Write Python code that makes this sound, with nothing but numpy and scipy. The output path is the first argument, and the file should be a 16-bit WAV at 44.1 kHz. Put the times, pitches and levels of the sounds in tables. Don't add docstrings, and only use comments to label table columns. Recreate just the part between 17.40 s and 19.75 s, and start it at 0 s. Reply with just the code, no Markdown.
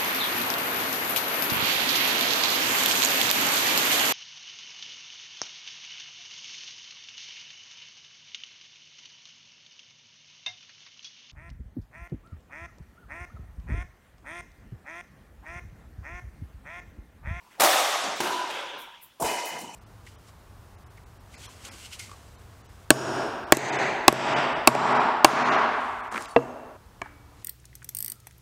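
import sys
import numpy as np
from scipy import signal
from scipy.fft import rfft, irfft, next_fast_len
from scipy.io import wavfile
from scipy.ndimage import uniform_filter1d, map_coordinates

SR = 44100
rng = np.random.default_rng(int(sys.argv[2]) if len(sys.argv) > 2 else 0)


def wav_out(sig):
    wavfile.write(sys.argv[1], SR, np.round(np.clip(np.atleast_2d(sig).T, -1, 1) * 32767).astype(np.int16))


def makeup_ratio(level_db):
    decades = np.asarray(level_db, float) / 20
    return 10 ** decades


N = 103635


def unit(x):
    return x / np.sqrt(np.mean(x ** 2) + 1e-20)


def along(points, hz):
    f, v = np.transpose(points)
    return np.interp(np.log(hz + 1), np.log(f + 1), v)


def wobble(rate):
    knots = rng.standard_normal(int(N / SR * 2000))
    return map_coordinates(knots, [np.arange(N) * rate / SR])


def filtered(x, response):
    m = next_fast_len(N + SR // 2)
    spectrum = rfft(x, m) * response(np.fft.rfftfreq(m, 1 / SR))
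    return irfft(spectrum, m)[..., :N]


def since(start):
    return np.clip(np.arange(N) / SR - start, 0, None)


def stroke(start, length, rise, fall):
    t = np.arange(N) / SR - start
    attack = np.clip(t / rise, 0, 1) ** 2
    return attack * np.exp(-np.clip(t - length, 0, None) / fall)


def resonance(f, hz, sharpness):
    return 1 / np.sqrt(1 + (sharpness * (f / hz - hz / (f + 1))) ** 2)


def hall(x, build_s):
    # (frequency [Hz], t60 [s])
    decay = [(150, 0.62), (350, 1.55), (1000, 2.21), (3000, 2.41), (6000, 2.21), (10000, 1.26),
             (16000, 0.82)]
    # (frequency [Hz], level [dB])
    colour = [(100, -9), (300, -2.5), (600, -1.5), (1000, 1.5), (3000, 1.5), (7000, -1), (14000, 0)]
    patchy_db = 1.5

    hz, t, z = signal.stft(rng.standard_normal(N), SR, nperseg=256)
    patches = uniform_filter1d(rng.standard_normal(z.shape), size=5, axis=0)
    patches = unit(uniform_filter1d(patches, size=8, axis=1))
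    fade_db = -60 * t / along(decay, hz)[:, None]
    level_db = patchy_db * patches + along(colour, hz)[:, None] + fade_db
    build_up = 1 - np.exp(-t / build_s)
    tail = signal.istft(z * makeup_ratio(level_db) * build_up, SR, nperseg=256)[1][:N]
    return signal.fftconvolve(x, tail)[:N]


def air():
    # (frequency [Hz], level per Hz [dB])
    hum_colour = [(15, -36), (25, -1), (734, -10), (1020, -3.5), (1160, -9.5), (4740, -15.5), (9070, -21),
                  (14400, -25), (16000, -24.5)]
    hum = filtered(rng.standard_normal(N), lambda hz: makeup_ratio(along(hum_colour, hz)))
    return makeup_ratio(-48.5 + wobble(5.98)) * unit(hum)


def squeaks():
    # (time [s], length [s], pitch [Hz],
    # level [dB])
    slips = [(.04, .04, 990, -58), (.9, .145, 998, -30.5), (1.34, .05, 1003, -44), (1.5, .15, 955, -51),
             (.172, .025, 565, -49)]
    stutter_hz, stutter_depth_db, waver = 44, 4.5, .005

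    out, t = np.zeros(N), np.arange(N) / SR
    for s, length, hz, db in slips:
        pitch_hz = hz * (1 + waver * wobble(38.95))
        phase = 2 * np.pi * np.cumsum(pitch_hz) / SR
        stutter_db = stutter_depth_db * np.sin(2 * np.pi * stutter_hz * (t - s) + wobble(20))
        out += makeup_ratio(db + stutter_db) * np.sin(phase) * stroke(s, length, 0.0064, 0.005)
    return out


def scuffs():
    # (time [s], length [s], level [dB], lower edge
    # [Hz], centre [Hz])
    slides = [(0.089, 0.064, -50, 696, 1720), (0.167, 0.11, -42.5, 393, 553), (0.74, .04, -52, 8000, 13000),
              (1.365, 0.056, -48.5, 2000, 11500), (1.599, 0.04, -46, 4990, 12500),
              (2.036, 0.041, -40, 2010, 10600), (2.17, 0.046, -45.5, 2500, 8200),
              (2.323, 0.059, -44.5, 1020, 7060)]
    rise_s, fall_s, grit_db, tail_db = .02, .022, 1.5, -40.5

    out = np.zeros(N)
    for s, length, db, low_hz, hz in slides:
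        def band(f):
            return resonance(f, hz, 1.45) / (1 + (low_hz / (f + 1)) ** 2)
        hiss = unit(filtered(rng.standard_normal(N), band))
        grit = makeup_ratio(grit_db * wobble(440))
        out += makeup_ratio(db) * hiss * grit * stroke(s, length, rise_s, fall_s)
    return out + makeup_ratio(tail_db) * hall(out, .02)


def crack_burst(t, colour):
    rise_s, t60_s = 0.0022, .04
    burst = np.tanh(t / rise_s) * makeup_ratio(-60 * t / t60_s) * rng.standard_normal(N)
    return filtered(burst, lambda hz: makeup_ratio(along(colour, hz)))


def crack_click(t, colour):
    click = np.diff(1. * (t > 0), prepend=0)
    return filtered(click, lambda hz: makeup_ratio(along(colour, hz)))


def string_ring(t, modes):
    return sum(makeup_ratio(db - 60 * t / t60) * np.sin(2 * np.pi * hz * t) for hz, db, t60 in modes)


def rackets():
    # (time [s], direct [dB], hall [dB], strings over crack [dB], hall build-up [s])
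    blows = [(.198, -15.5, -17, -12, 0.032), (.803, -19, -29, -3.5, 0.012), (1.101, -31, -37.5, -1.5, 0.02),
             (1.799, -27, -28, -6, 0.0067), (1.832, -37, -33.5, -4, 0.014)]
    # (frequency [Hz], level per Hz [dB])
    cracks = [
        [(59, -49), (100, -61.5), (322, -12.5), (461, -17.5), (595, -2.5), (3050, -18.5), (3780, -15.5),
         (14400, -21), (16000, -26)],
        [(59, -49), (100, -35), (373, -2.5), (836, -4.5), (950, -4), (2170, -12.5), (2990, -12), (13500, -24),
         (16000, -31)],
        [(100, -26), (350, -8), (1000, -9.5), (2200, -2.5), (2600, -4.5), (3800, -4.5), (4200, -13),
         (16000, -26.5)],
        [(59, -78), (100, -14.5), (991, 0), (1150, -14), (1720, -20), (2630, -24), (3780, -25), (8640, -18),
         (16000, -27)],
        [(710, -11), (1200, 0.5), (2950, -3), (3430, -2), (6720, -1), (13600, -17.5), (16000, -59)],
    ]
    # (frequency [Hz], level [dB], t60 [s])
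    strings = [
        [(593, -3.5, 0.015), (820, 0.5, 0.021), (1285, -8, 0.023), (2130, -22, 0.12), (3700, 3, 0.005)],
        [(379, 0, 0.038), (960, 0, 0.026), (1576, -2, 0.014), (3070, -14.5, 0.025)],
        [(568, -9.5, 0.044), (1014, -12, 0.065), (1680, -10, 0.017), (2680, -28, 0.06), (3460, -11, 0.012)],
        [(462, -6, 0.025), (720, -0.5, 0.018), (991, -7, 0.048)],
        [(2100, -2, 0.047), (2554, 0.5, 0.031), (3005, 3, .035)],
    ]
    # (delay [s], level over the direct [dB])
    walls = [
        [(.007, 4.5), (.02, 3.5), (.036, 5), (.047, 3.5), (.058, 0), (.11, -24)],
        [(.008, -11), (.03, -14.5), (.048, -15)],
        [(.007, 0.5), (.045, -17)],
        [(.012, 0), (.023, 9.5), (.047, 3.5), (.063, 4.5), (.115, -0.5)],
        [(.02, 1.5), (.04, -2)],
    ]
    low_cut_hz = 104

    def blow(crack, ring, strings_db):
        return crack / np.linalg.norm(crack) + makeup_ratio(strings_db) * ring / np.linalg.norm(ring)

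    out = np.zeros(N)
    for (s, direct_db, hall_db, strings_db, build_s), colour, modes, echoes in zip(blows, cracks, strings, walls):
        near = np.zeros(N)
        for delay, db in [(0, 0)] + echoes:
            t = since(s + delay)
            near += makeup_ratio(db) * blow(crack_burst(t, colour), string_ring(t, modes), strings_db)
        t = since(s)
        clean = blow(crack_click(t, colour), string_ring(t, modes), strings_db)
        out += 10 * makeup_ratio(direct_db) * near + makeup_ratio(hall_db) * hall(clean, build_s)
    return filtered(out, lambda hz: 1 / (1 + (low_cut_hz / (hz + 1)) ** 4))


def heels():
    # (time [s], level [dB], centre [Hz], t60 [s])
    landings = [(0.631, -37.5, 304, 0.67), (.66, -71, 60, 0.37), (0.804, -33, 260, 0.089),
                (1.12, -45, 142, 0.23), (1.33, -47.5, 315, 0.59), (1.824, -37.5, 60, 0.24),
                (2.11, -42, 186, 0.86), (2.218, -38, 225, 0.35)]
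    out = np.zeros(N)
    for s, db, hz, t60 in landings:
        t = since(s)
        rumble = unit(filtered(rng.standard_normal(N), lambda f: resonance(f, hz, 0.88) ** 2))
        out += makeup_ratio(db - 60 * t / t60) * rumble * (1 - np.exp(-t / .006))
    return out


def scene():
    mono = air() + squeaks() + scuffs() + rackets() + heels()
    return np.array([mono, mono])


def low_pass(x):
    return signal.sosfilt(signal.butter(12, 16640, fs=SR, output="sos"), x)


def record(dry):
    # (frequency [Hz], level [dB])
    gate = [(100, -49.5), (250, -58), (600, -60.5), (1000, -61.5), (2000, -61), (3300, -65), (3900, -62.5),
            (4300, -62.5), (12000, -75)]
    # (time [s], share of the memory taken for noise [dB])
    grip = [(0, 1), (.78, -16), (.82, -34), (1.35, -18.5), (1.55, -13.5), (1.78, -3), (1.8, -15),
            (2.1, -12.5), (2.35, -12)]
    # (frequency [Hz], level [dB])
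    grip_ease = [(100, -23), (300, 0.5), (950, 1), (1800, 6), (3300, 1), (4200, -2.5), (12000, -2)]
    depth_db, steep, hold, learn_s = -17, 1.4, .85, 1.9
    ceiling, top_hz = .55, 15950

    hz, t, z = signal.stft(dry[0], SR, nperseg=512, noverlap=384)
    power = uniform_filter1d(np.abs(z) ** 2, size=5, axis=0)
    power = np.maximum(signal.lfilter([1 - hold], [1, -hold], power), power / 4)
    keep = np.exp(-(t[1] - t[0]) / learn_s)
    memory = uniform_filter1d(signal.lfilter([1 - keep], [1, -keep], power), size=5, axis=0)
    grip_db = np.interp(t, *np.transpose(grip)) + along(grip_ease, hz)[:, None]
    threshold = makeup_ratio(2 * along(gate, hz)[:, None]) + makeup_ratio(2 * grip_db) * memory
    over = np.abs(power / threshold) ** steep
    gain = (over + makeup_ratio(depth_db)) / (over + 1)
    mono = signal.istft(z * gain, SR, nperseg=512, noverlap=384)[1][:N]
    rounded = ceiling * np.tanh(np.array([mono, mono]) / ceiling)
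    return low_pass(filtered(rounded, lambda f: f < top_hz))


dry = scene()
out = record(dry)
wav_out(out)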